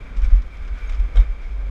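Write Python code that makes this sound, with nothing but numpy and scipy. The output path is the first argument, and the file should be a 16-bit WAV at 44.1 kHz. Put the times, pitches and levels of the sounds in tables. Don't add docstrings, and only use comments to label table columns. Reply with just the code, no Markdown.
import sys
import numpy as np
from scipy import signal
from scipy.fft import rfft, irfft
from scipy.io import wavfile

SR = 44100
rng = np.random.default_rng(int(sys.argv[2]) if len(sys.argv) > 2 else 0)


def unload_wav(signal):
    wavfile.write(
        sys.argv[1],
        SR,
        np.round(np.clip(np.atleast_2d(signal).T, -1, 1) * 32767).astype(np.int16),
    )


N = 74970
T = np.arange(N) / SR
CUTOFF_HZ = 15700

# frequency in Hz, relative level in dB, T60 in seconds.
FRAME_MODES = [(490, -8, 0.14), (649.5, -4, 0.16), (1203.4, 6, 0.048), (2198, 7, 0.049), (3177, -3, 0.32),
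               (3580, -5, 0.23), (3763, -3, 0.053)]


def wheels():
    # frequency in Hz, relative spectral density in dB.
    roar_spectrum = [(70, 4.5), (120, 2.5), (180, 0), (260, -3), (380, -3), (550, -3.5), (850, -8.5),
                     (1400, -15.5), (3000, -48.5)]
    grind_spectrum = [(600, -24), (980, -5), (1180, -4), (1320, -0.5), (1580, -2.5), (1850, -6), (2200, -4),
                      (2800, -15.5), (4200, -26.5)]
    hiss_spectrum = [(1800, -13), (2700, -11.5), (3400, 8), (4300, 1.5), (5100, -1.5), (6700, -5),
                     (7600, -9.5), (10000, -18.5), (15000, -39.5)]
    # time in seconds, level in dB.
    roar_levels = [(0, -47.5), (.35, -48), (.55, -50.5), (.9, -47.5), (1.2, -46), (1.33, -49.5),
                   (1.7, -46.5)]
    grind_levels = [(0, -54), (.1, -52), (.32, -49.5), (.42, -53.5), (.56, -57.5), (.68, -51.5),
                    (.77, -50.5), (.94, -51.5), (1.12, -50.5), (1.22, -48), (1.38, -56), (1.42, -52),
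                    (1.52, -55.5), (1.7, -54)]
    ring_levels = [(0, -50), (.2, -58.5), (.245, -46.5), (.28, -51), (.365, -49.5), (.41, -53), (.72, -53),
                   (.83, -48.5), (.95, -50), (1.1, -53.5), (1.23, -49.5), (1.3, -52.5), (1.7, -54.5)]
    grind_db = in_time(grind_levels)
    hiss_db = -65 + 0.56 * (grind_db - grind_db.mean())
    roar = from_db(in_time(roar_levels)) * coloured(rng.standard_normal(N), roar_spectrum)
    grind = from_db(grind_db) * coloured(friction(), grind_spectrum)
    ring = from_db(in_time(ring_levels)) * rail_ring()
    hiss = from_db(hiss_db) * coloured(friction(), hiss_spectrum)
    flutter = from_db(-0.86 * drift(rate_hz=17))
    return roar + (grind + ring + hiss) * flutter


def friction():
    grit_per_s, grit_power_share = 2200, 0.44
    sizes = rng.uniform(-1.1, 1, N)
    grit = rms_one(sizes * (rng.random(N) < grit_per_s / SR))
    rubbing = rng.standard_normal(N)
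    return np.sqrt(grit_power_share) * grit + np.sqrt(1 - grit_power_share) * rubbing


def rail_ring():
    # frequency in Hz, bandwidth in Hz, relative gain in dB.
    rail_modes = [(1189, 39, 1.5), (1568, 84, -2.5), (2170, 110, -2), (2317, 90, 4), (3205, 100, -9.5),
                  (3520, 69, -12), (5020, 220, -19.5), (6500, 220, -25.5)]
    ring = 0
    for hz, width_hz, db in rail_modes:
        swell_db = 0.95 * drift(rate_hz=26)
        ring += from_db(db + swell_db) * resonance(friction(), hz, width_hz)
    return rms_one(ring)


def sled_body():
    # time in seconds, level in dB.
    shudder_levels = [(0, -48), (.12, -33.5), (.45, -35), (.8, -28.5), (.95, -35.5), (1.3, -37.5),
                      (1.45, -38)]
    # time of the deepest dip in seconds, peak level in dB,
    # frequency in Hz, rise in seconds, fall in seconds.
    thumps = [(0.19, -12, 29.8, 0.017, 0.02), (.239, -6.5, 36, 0.019, 0.012),
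              (0.283, -10.5, 31.3, 0.035, 0.0079), (0.335, -2, 35.3, .013, 0.023),
              (.382, -10, 45, 0.029, 0.029), (.467, -19.5, 34.7, 0.013, .012),
              (.617, -22, 45.7, 0.011, 0.014), (0.724, -16.5, 47, 0.019, 0.024),
              (.844, -17.5, 35.2, 0.013, 0.024), (0.914, -15, 34, 0.033, 0.011),
              (.946, -16.5, 43, 0.021, 0.029), (1.005, -8, 40.6, 0.015, 0.021),
              (1.053, -14.5, 42.9, 0.015, 0.028), (1.2, -2, 40.8, 0.036, 0.02),
              (1.308, -16, 37.1, 0.026, 0.025)]
    shudder_gain = from_db(in_time(shudder_levels) + 4 * drift(rate_hz=4.7))
    shudder = shudder_gain * rms_one(wavering(44.52, wander_hz=6.33, rate_hz=14.6))
    drone_start_s, drone_rise_s = 1.495, 0.022
    drone_gain = from_db(-22) * np.clip((T - drone_start_s) / drone_rise_s, 0, 1)
    drone = drone_gain * wavering(47.65, wander_hz=2.6, rate_hz=24)
    swing = shudder + drone + sum(bounce(*thump) for thump in thumps)
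    octave = signal.sosfilt(signal.butter(1, 20, "high", fs=SR, output="sos"), swing ** 2)
    return swing - 0.25 * octave


def bounce(dip_s, db, hz, rise_s, fall_s):
    age = T - dip_s
    envelope = np.exp(-(age / np.where(age < 0, rise_s, fall_s)) ** 2)
    return -from_db(db) * envelope * np.cos(2 * np.pi * hz * age)


def rail_joints():
    # start in seconds, gain in dB, cutoff in Hz (higher for a harder contact).
    strikes = [(0.891, -41, 2480), (1.154, -34.5, 1630), (1.168, -34.5, 5460), (1.198, -45, 4550),
               (1.224, -50.5, 4000)]
    # frequency in Hz, relative spectral density in dB.
    crash_spectrum = [(100, 19), (250, -5.5), (600, 7), (880, -2), (1250, -0.5), (2000, -4), (2650, -7),
                      (3700, 0), (4500, -15.5), (7800, -12.5), (13000, -55.5)]
    attack_s, ring_db = 0.0019, -10
    clunks = 0
    for start, db, top_hz in strikes:
        crash = burst(start, attack_s, t60=0.17) * coloured(friction(), crash_spectrum)
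        ring = 0
        for hz, mode_db, t60 in FRAME_MODES:
            mode = np.sin(2 * np.pi * (hz * T + rng.random()))
            ring += from_db(mode_db) * burst(start, attack_s, t60) * mode
        clunks += from_db(db) * softened(crash + from_db(ring_db) * ring, top_hz)
    return clunks


def fittings():
    # start in seconds, gain in dB, T60 in seconds.
    rattles = [(.164, -50.5, 0.19), (0.217, -51.5, 0.11), (0.243, -47, 0.1), (0.302, -53.5, .06),
               (0.352, -52, 0.067), (.365, -53.5, .08), (0.418, -50.5, 0.052), (0.568, -52, .04),
               (0.648, -53, .04), (0.675, -52, 0.066), (0.784, -52.5, 0.032), (0.893, -44.5, 0.059),
               (0.921, -49.5, 0.047), (0.93, -54, 0.063), (.944, -51.5, 0.13), (0.996, -52, 0.045),
               (1.156, -46, 0.065), (1.171, -48.5, .04), (1.199, -48, 0.046), (1.415, -56.5, 0.8)]
    # frequency in Hz, relative spectral density in dB.
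    chatter_spectrum = [(500, -10), (1500, 3.5), (2300, 0), (2800, 5), (3500, 3.5), (4300, -4), (5200, 2),
                        (6700, -2.5), (8500, -12), (12000, -20.5), (15000, -35.5)]
    frame = sum(from_db(db) * resonance(friction(), hz, width_hz=52) for hz, db, _ in FRAME_MODES)
    chatter = coloured(friction(), chatter_spectrum) + from_db(-1.5) * rms_one(frame)
    mean_db = np.mean([db for _, db, _ in rattles])
    attack_s, db_per_octave = 0.0028, 8.5
    rattling = 0
    for start, db, t60 in rattles:
        top_hz = 7500 * 2 ** ((db - mean_db) / db_per_octave)
        rattling += from_db(db) * softened(burst(start, attack_s, t60) * chatter, top_hz)
    return rattling


def flanges():
    # start in seconds, frequency in Hz, level in dB, rise and T60 in seconds.
    squeals = [(0.238, 2290, -39.5, .008, 0.055), (.72, 1448, -51.5, .06, 0.48),
               (0.872, 6450, -54, .004, 0.05), (.923, 3720, -59, .005, .16), (1.157, 7750, -60, .003, .06),
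               (1.199, 5450, -59, .004, 0.06), (1.42, 2226, -48, .035, 0.16)]
    squealing = 0
    for start, hz, db, rise_s, t60 in squeals:
        tone = rms_one(wavering(hz, wander_hz=62, rate_hz=200))
        squealing += from_db(db) * burst(start, rise_s, t60) * tone
    return squealing


def chassis():
    # time in seconds, level in dB.
    rumble_levels = [(0, -44.5), (.27, -47), (.5, -53.5), (1.02, -57), (1.11, -47.5), (1.2, -45.5),
                     (1.3, -58.5), (1.5, -64.5)]
    # frequency in Hz, relative spectral density in dB.
    rumble_spectrum = [(85, 6), (140, 2), (210, -2), (300, -4), (420, -19.5)]
    return from_db(in_time(rumble_levels)) * coloured(rng.standard_normal(N), rumble_spectrum)


def wind():
    # frequency in Hz, relative spectral density in dB.
    wind_spectrum = [(12, -1.5), (25, 9.5), (45, 1), (80, -13), (115, -39.5), (200, -58)]
    return from_db(-32) * coloured(rng.standard_normal(N), wind_spectrum)


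def coloured(x, spectrum):
    hz, db = np.transpose(spectrum)
    f = np.maximum(np.arange(N // 2 + 1) * SR / N, 1)
    skirts = np.minimum(f / hz[0], 1) ** 2 * np.minimum(hz[-1] / f, 1) ** 3
    gain = from_db(np.interp(np.log(f), np.log(hz), db))
    return rms_one(irfft(rfft(x) * skirts * gain, N))


def resonance(x, hz, width_hz):
    radius = np.exp(-np.pi * width_hz / SR)
    numerator = np.array([1, 0, -1]) * (1 - radius ** 2) / 2
    denominator = [1, -2 * radius * np.cos(2 * np.pi * hz / SR), radius ** 2]
    return signal.lfilter(numerator, denominator, x)


def softened(x, top_hz):
    return signal.sosfilt(signal.butter(2, min(top_hz, CUTOFF_HZ), fs=SR, output="sos"), x + 1e-18)


def burst(start, attack_s, t60):
    age = np.maximum(T - start, 0)
    decay = np.exp(-np.log(1000) * np.maximum(age - attack_s, 0) / t60)
    return np.minimum(age / attack_s, 1) * decay


def wavering(hz, wander_hz, rate_hz):
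    return np.sin(2 * np.pi * np.cumsum(hz + wander_hz * drift(rate_hz)) / SR)


def drift(rate_hz):
    f = np.arange(N // 2 + 1) * SR / N
    low_pass = (f > 0) / (1 + (f / rate_hz) ** 4)
    return rms_one(irfft(rfft(rng.standard_normal(N)) * low_pass, N))


def in_time(levels):
    return np.interp(T, *np.transpose(levels))


def from_db(db):
    return 10 ** (np.asarray(db) / 20)


def rms_one(x):
    return x / np.sqrt(np.mean(x ** 2) + 1e-20)


def scene():
    background = wind() + chassis()
    return (wheels() + sled_body() + rail_joints() + fittings() + flanges() + background)[None]


def record(dry):
    fades = np.minimum(np.minimum(T, T[::-1]) / 0.004, 1)
    return signal.sosfilt(signal.cheby2(12, 70, CUTOFF_HZ, fs=SR, output="sos"), dry * fades)


dry = scene()
out = record(dry)
unload_wav(out)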